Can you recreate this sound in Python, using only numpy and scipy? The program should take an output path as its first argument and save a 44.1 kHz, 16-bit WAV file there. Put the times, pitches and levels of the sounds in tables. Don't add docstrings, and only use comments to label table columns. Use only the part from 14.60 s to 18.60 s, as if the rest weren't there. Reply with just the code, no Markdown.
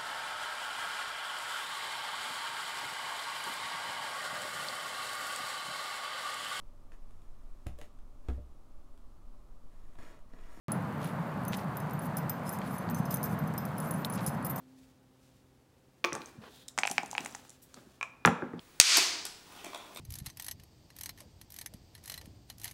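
import sys
import numpy as np
from scipy import signal
from scipy.fft import rfft, irfft
from scipy.io import wavfile
from scipy.ndimage import uniform_filter1d

SR = 44100
rng = np.random.default_rng(int(sys.argv[2]) if len(sys.argv) > 2 else 0)


def store_pcm(level_fs):
    pcm = np.round(np.clip(level_fs, -1, 1) * 32767).astype(np.int16)
    wavfile.write(sys.argv[1], SR, np.atleast_2d(pcm).T)


N = 176400

# (frequency [Hz], t60 [s], level [dB])
ROOM_BANDS = [(100, 0.2, 13), (250, 0.58, 7), (600, 0.81, 1), (1270, 0.62, -1.5), (2440, 0.59, -3.5),
              (8000, 0.37, -1.5), (15100, 0.14, 8)]
# (frequency [Hz], level [dB])
FLOOR_SPECTRUM = [(20, -25.5), (64, -5), (134, -8.5), (256, -9.5), (677, -19), (1560, -27), (16000, -40)]
# (time [s], level [dB])
HUM_SWELL = [(0, -61.5), (.2, -57.5), (.36, -71), (.7, -70), (.9, -74), (1.4, -84.5), (2, -69), (3.3, -72)]
# (harmonic [1], level [dB])
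HUM_HARMONICS = [(1, -70.5), (3, -80.5), (4, -79), (6, -85)]
# (time [s], level [dB])
RUSTLE_LEVEL = [(0, -74.5), (1.45, -91), (1.56, -45), (1.7, -62.5), (2.3, -73), (2.65, -51), (3, -76),
                (3.2, -65.5), (3.4, -73), (4, -60)]
SLIDE_LEVEL = [(0, -82), (.22, -69.5), (.42, -86), (.72, -72), (.9, -83.5), (1.4, -81), (1.68, -62.5),
               (1.8, -72), (1.96, -62.5), (2.14, -76), (2.32, -58), (2.45, -60), (2.68, -58), (3.0, -70.5),
               (3.15, -66.5), (3.35, -69.5), (3.55, -80)]
SCRAPE_LEVEL = [(1.7, -100), (1.95, -62), (2.06, -68), (2.25, -100)]
# (frequency [Hz], level [dB])
RUSTLE_SPECTRUM = [(120, -14), (200, 0.5), (450, -5), (1800, -10), (2100, -24), (3690, -22), (14000, -48)]
SLIDE_SPECTRUM = [(1500, -3.5), (3500, -1), (5000, -2.5), (7500, -4), (10000, -7.5), (12500, -11.5),
                  (16000, -10)]
SCRAPE_SPECTRUM = [(2000, -36.5), (3500, -9), (6000, -28)]
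# (time [s], ring [dB], crack [dB], crack pitch [ratio])
CHECKER_HITS = [(1.4421, -20.5, -21.5, 0.46), (1.4465, -17, -23, 0.67), (1.6181, -46, -38.5, 0.53),
                (3.4112, -24.5, -45, 0.85), (3.4285, -21.5, -35, 0.87)]
# (frequency [Hz], level [dB], t60 [s])
CHECKER_MODES = [(1147, -4.5, 0.022), (1316, -3, 0.011), (1668, -9, 0.022), (2432, 0, 0.024),
                 (2440, -16, 0.0099), (3570, -14.5, 0.011), (2390, -33.5, 0.71)]
# (frequency [Hz], level [dB])
EDGE_SPECTRUM = [(800, -53), (3000, -9.5), (4500, -10), (7000, 0.5), (9400, -4), (12000, -17), (15500, -26)]
# (time [s], level [dB], pitch [Hz])
BUMP_HITS = [(1.4431, -29, 479), (1.523, -35.5, 294), (1.533, -34, 147.6), (1.778, -34.5, 145),
             (2.180, -37.5, 240.5), (2.306, -34, 253), (2.385, -39, 240), (2.432, -39, 296),
             (2.602, -36.5, 260), (3.172, -43.5, 250), (3.266, -46.5, 250), (3.657, -16, 163),
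             (3.681, -18, 158), (3.822, -28, 368), (3.826, -28, 177), (3.935, -33, 303)]
# (frequency [ratio], level [dB], t60 [s])
BUMP_MODES = [(.76, -4.5, .055), (1, 1, .05), (1.45, -8.5, 0.08)]
# (time [s], rim [dB], left half [dB], right half [dB], contact [ms])
BOARD_HITS = [(1.4435, -21, -52, -27.5, 0.019), (1.5233, -29.5, -50, -36, 0.027),
              (1.55, -29.5, -52, -40.5, 0.13), (3.6501, -4.5, -24.5, -45, .0076),
              (3.6525, -18.5, -25, -61, 0.089), (3.6747, -11.5, -29, -59, 0.11),
              (3.822, -26.5, -33.5, -51, 0.29), (3.9335, -33, -32, -59, 0.74)]
# (frequency [Hz], level [dB], t60 [s])
RIM_MODES = [(423, -10, 0.02), (930, -10, 0.024), (1406, -0.5, 0.013), (1852, 2.5, 0.0083),
             (2303, 5, 0.0038), (2930, -4, 0.0046), (5050, -25, 0.0097)]
LEFT_HALF_MODES = [(130, -7, .4), (170, 3, .55), (205, -4, .35), (245, 2, .4), (291, -2, .35),
                   (372, -1, .17), (422, -3, .22), (742, -3, .23), (871, 0, .23), (947, -4, .23),
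                   (1156, 0, .2), (1285, -1, .17), (1408, 0, .18), (1488, -3, .18)]
RIGHT_HALF_MODES = [(311, -5, .25), (351, 0, .28), (444, -4, .2), (545, -3, .2), (880, -5, .25),
                    (1084, -2, .33), (1154, -1, .28), (1267, -4, .22)]
# (time [s], crack [dB], ring [dB], pitch [Hz])
CLICK_HITS = [(1.5304, -36, -26, 5900), (1.552, -33, -36, 6500), (1.6590, -58, -38, 6360),
              (2.082, -33.5, -62, 6910), (2.0855, -36, -37, 3860), (2.192, -26.5, -49, 7000),
              (2.2720, -25, -28, 7300), (2.298, -39, -31.5, 6000), (2.3132, -22, -24, 7600),
              (2.316, -32.5, -41.5, 6600), (2.4603, -37, -46, 7100), (2.5129, -30, -39, 7160),
              (2.6061, -44.5, -36, 6000), (2.6481, -34, -47, 7260), (2.6612, -31.5, -48, 6600),
              (2.7520, -37, -41, 6200), (2.895, -42, -44, 7200), (2.9033, -43, -49.5, 5980),
              (3.1438, -43.5, -44, 4540), (3.6589, -18.5, -52, 7500), (3.9936, -59, -37.5, 3270)]
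# (frequency [ratio], level [dB], t60 [s])
DIE_MODES = [(1, -3.5, 0.0061), (1.3, -10, 0.0067)]
# (start [s], end [s], tick rate [1/s], level [dB])
JOSTLE_SPANS = [(2.192, 2.33, 102, -38.5), (2.416, 2.75, 50, -46.5), (2.751, 2.96, 35, -57)]
# (time [s], length [s], checker [dB], hiss [dB])
FELT_PUSHES = [(1.814, 0.066, -52.5, -84), (3.015, 0.021, -81, -58), (3.161, 0.013, -54.5, -75)]
# (frequency [Hz], level [dB])
PUSH_SPECTRUM = [(300, -7), (490, 1), (620, -3.5), (1850, -10), (2200, -14.5), (4000, -16), (8000, -37.5)]
FELT_SPECTRUM = [(3000, -5.5), (8000, 9)]
# (time [s], wall [dB], air [dB], crack [dB], wall pitch [ratio])
DICE_CUP_HITS = [(2.1779, -20.5, -48, -28, 0.54), (2.1871, -16, -25, -21.5, 0.9),
                 (2.2341, -13, -24, -47, 1.033), (2.2526, -20.5, -24.5, -47, 1.13),
                 (2.2756, -18.5, -34, -37, 1.01), (2.3, -38, -31, -36, 0.59),
                 (2.3159, -42, -31.5, -49.5, 0.79), (2.3810, -11, -22, -27.5, 1.02),
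                 (2.4323, -56, -28.5, -39.5, 1.9), (2.5299, -73, -30.5, -39, 1),
                 (2.5511, -26, -31, -62, 1.02), (2.5802, -15.5, -27, -33.5, 1.09),
                 (2.6593, -29, -34, -62, 0.91), (2.7488, -33.5, -36.5, -34, 0.83),
                 (2.8507, -46.5, -62, -56, .55), (3.1421, -44, -65, -43, 0.58)]
# (frequency [Hz], level [dB], t60 [s])
CUP_WALL_MODES = [(1820, 1, 0.0092), (2315, 19, 0.0043), (2885, -6.5, 0.017), (3350, -1.5, 0.0061),
                  (4720, 3.5, 0.0032)]
# (frequency [ratio], level [dB], t60 [s])
CUP_AIR_MODES = [(0.99, 0, 0.019)]
# (time [s], pitch [Hz])
CUP_AIR_PITCH = [(2.38, 812), (2.52, 866), (2.59, 860)]


def undb(db):
    return 10 ** (np.asarray(db) / 20)


def envelope(points):
    return undb(np.interp(np.arange(N) / SR, *np.array(points).T))


def noise(spectrum):
    hz, db = np.array(spectrum).T
    bin_hz = np.maximum(np.fft.rfftfreq(N, 1 / SR), 1)
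    gain = undb(np.interp(np.log(bin_hz), np.log(hz), db))
    bass_rolloff = np.minimum(bin_hz / hz[0], 1) ** 2
    y = irfft(rfft(rng.standard_normal(N)) * gain * bass_rolloff, N)
    return y / y.std()


def wander(rate_hz):
    hold = max(int(SR / rate_hz), 1)
    steps = np.repeat(rng.standard_normal(N // hold + 1), hold)
    y = uniform_filter1d(steps, hold)[:N]
    return y / y.std()


def decay(t, t60_s):
    return np.exp(-np.log(1000) * t / t60_s)


def peak_amplitude(x):
    return np.sqrt(2 * uniform_filter1d(x ** 2, SR // 1000).max())


def ring(modes, rise_cycles, pitch=1, contact_ms=0, scatter=0):
    t = np.arange(SR // 2) / SR
    y = 0
    for frequency, db, t60_s in modes:
        cycles = frequency * pitch * (1 + scatter * rng.uniform(-1.186, 1)) * t
        attack = 1 - np.exp(-(cycles / rise_cycles) ** 2)
        y = y + undb(db) * np.sin(2 * np.pi * cycles) * attack * decay(t, t60_s)
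    if contact_ms > 0:
        pole = np.exp(-1000 / (contact_ms * SR))
        y = signal.lfilter([1], np.poly([pole, pole]), y)
    fade_out = np.minimum(10 * (t[-1] - t), 1)
    return y * fade_out / peak_amplitude(y)


def crack(t60_s, pitch=1):
    t = np.arange(SR // 20) / SR
    hz, db = np.array(EDGE_SPECTRUM).T
    bin_hz = np.maximum(np.fft.rfftfreq(len(t), 1 / SR), 1)
    gain = undb(np.interp(np.log(bin_hz), np.log(hz * pitch), db))
    grain = undb(-20) * rng.standard_normal(len(t)) * decay(t, t60_s)
    burst = np.roll((t == 0) + grain, SR // 2000)
    y = irfft(rfft(burst) * gain, len(t))
    return y / peak_amplitude(y)


def add(track, at_s, sound):
    start = int(at_s * SR)
    track[start:start + len(sound)] += sound[:N - start]


def low_cut(x, hz):
    return signal.sosfilt(signal.butter(3, hz, "high", fs=SR, output="sos"), x)


def in_room(x, wet_db, gap_s=0.0032, build_s=0.0041, early_db=7, early_s=0.023):
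    t = np.arange(SR) / SR
    hz, t60_s, db = np.array(ROOM_BANDS).T
    log_hz = np.log(np.maximum(np.fft.rfftfreq(SR, 1 / SR), 1))
    white = rfft(rng.standard_normal(SR))
    echo = 0
    for k, weights in enumerate(np.eye(len(hz))):
        band = irfft(white * np.interp(log_hz, np.log(hz), weights), SR)
        echo = echo + undb(db[k]) * band * decay(t, t60_s[k])
    echo *= np.clip((t - gap_s) / build_s, 0, 1)
    echo *= 1 + undb(early_db) * np.exp(-t / early_s)
    echo /= np.sqrt(np.sum(echo ** 2))
    return x + undb(wet_db) * signal.fftconvolve(x, echo)[:N]


def background(hum_hz=129.8, floor_db=-65.5):
    phase = 2 * np.pi * np.cumsum(hum_hz * (1 + .004 * wander(27))) / SR
    swell = envelope(HUM_SWELL) * np.sin(2 * phase)
    steady = sum(undb(db) * np.sin(k * phase) for k, db in HUM_HARMONICS)
    return undb(floor_db) * noise(FLOOR_SPECTRUM) + np.sqrt(2) * (swell + steady)


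def rubbing():
    rustle = noise(RUSTLE_SPECTRUM) * envelope(RUSTLE_LEVEL) * undb(2 * wander(97))
    friction = undb(2 * wander(40) + 1.56 * wander(400))
    slide = noise(SLIDE_SPECTRUM) * envelope(SLIDE_LEVEL)
    scrape = noise(SCRAPE_SPECTRUM) * envelope(SCRAPE_LEVEL)
    return rustle + (slide + scrape) * friction


def checkers():
    out = np.zeros(N)
    for at_s, ring_db, crack_db, pitch in CHECKER_HITS:
        add(out, at_s, undb(ring_db) * ring(CHECKER_MODES, rise_cycles=0.41, scatter=0.0178))
        add(out, at_s, undb(crack_db) * crack(t60_s=0.014, pitch=pitch))
    return in_room(low_cut(out, hz=466), wet_db=-5)


def bumps():
    out = np.zeros(N)
    for at_s, db, hz in BUMP_HITS:
        add(out, at_s, undb(db) * ring(BUMP_MODES, rise_cycles=0.73, pitch=hz, scatter=0.057))
    return in_room(low_cut(out, hz=115), wet_db=-11)


def board():
    rim, halves = np.zeros(N), np.zeros(N)
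    for at_s, rim_db, left_db, right_db, contact_ms in BOARD_HITS:
        knock = ring(RIM_MODES, rise_cycles=0.97, contact_ms=contact_ms, scatter=0.14)
        add(rim, at_s, undb(rim_db) * knock)
        for db, modes in (left_db, LEFT_HALF_MODES), (right_db, RIGHT_HALF_MODES):
            boom = ring(modes, rise_cycles=0.37, contact_ms=contact_ms, scatter=0.0047)
            add(halves, at_s, undb(db) * boom)
    return in_room(low_cut(rim, hz=260), wet_db=-5) + in_room(low_cut(halves, hz=106), wet_db=-10)


def clicks(tick_hz=7000, tick_spread_db=2.5):
    out = np.zeros(N)
    for at_s, crack_db, ring_db, hz in CLICK_HITS:
        add(out, at_s, undb(ring_db) * ring(DIE_MODES, rise_cycles=0.62, pitch=hz, scatter=0.012))
        add(out, at_s, undb(crack_db) * crack(t60_s=0.0093))
    for at_s, end_s, rate_hz, db in JOSTLE_SPANS:
        for gap, strength, detune in rng.standard_normal(size=(24, 3)):
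            at_s += np.exp(gap / 2) / rate_hz
            hz = tick_hz * np.exp(.18 * np.tanh(detune))
            tick = ring(DIE_MODES, rise_cycles=0.69, pitch=hz)
            if at_s < end_s:
                add(out, at_s, undb(db + tick_spread_db * strength) * tick)
    return in_room(out, wet_db=-7)


def pushes(attack_s=0.0081, release_s=0.014):
    t = np.arange(N) / SR
    hollow, hiss = noise(PUSH_SPECTRUM), noise(FELT_SPECTRUM)
    out = np.zeros(N)
    for at_s, length_s, hollow_db, hiss_db in FELT_PUSHES:
        attack = np.clip((t - at_s) / attack_s, 0, 1)
        release = np.exp(-np.maximum(t - at_s - length_s, 0) / release_s)
        out += attack * release * (undb(hollow_db) * hollow + undb(hiss_db) * hiss)
    stick_slip = undb(2.3 * wander(250))
    return in_room(out * stick_slip, wet_db=-6.5)


def cup():
    out = np.zeros(N)
    for at_s, wall_db, air_db, crack_db, pitch in DICE_CUP_HITS:
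        air_hz = np.interp(at_s, *np.array(CUP_AIR_PITCH).T)
        add(out, at_s, undb(wall_db) * ring(CUP_WALL_MODES, rise_cycles=0.73, pitch=pitch, scatter=0.021))
        add(out, at_s, undb(air_db) * ring(CUP_AIR_MODES, rise_cycles=.7, pitch=air_hz, scatter=.01))
        add(out, at_s, undb(crack_db) * crack(t60_s=0.011, pitch=0.88))
    return in_room(low_cut(out, hz=422), wet_db=-9)


def scene():
    impacts = cup() + clicks() + checkers() + board() + bumps()
    return (impacts + rubbing() + pushes() + background())[None]


def record(dry):
    return signal.sosfilt(signal.ellip(8, .2, 70, 15800, fs=SR, output="sos"), dry)


dry = scene()
out = record(dry)
store_pcm(out)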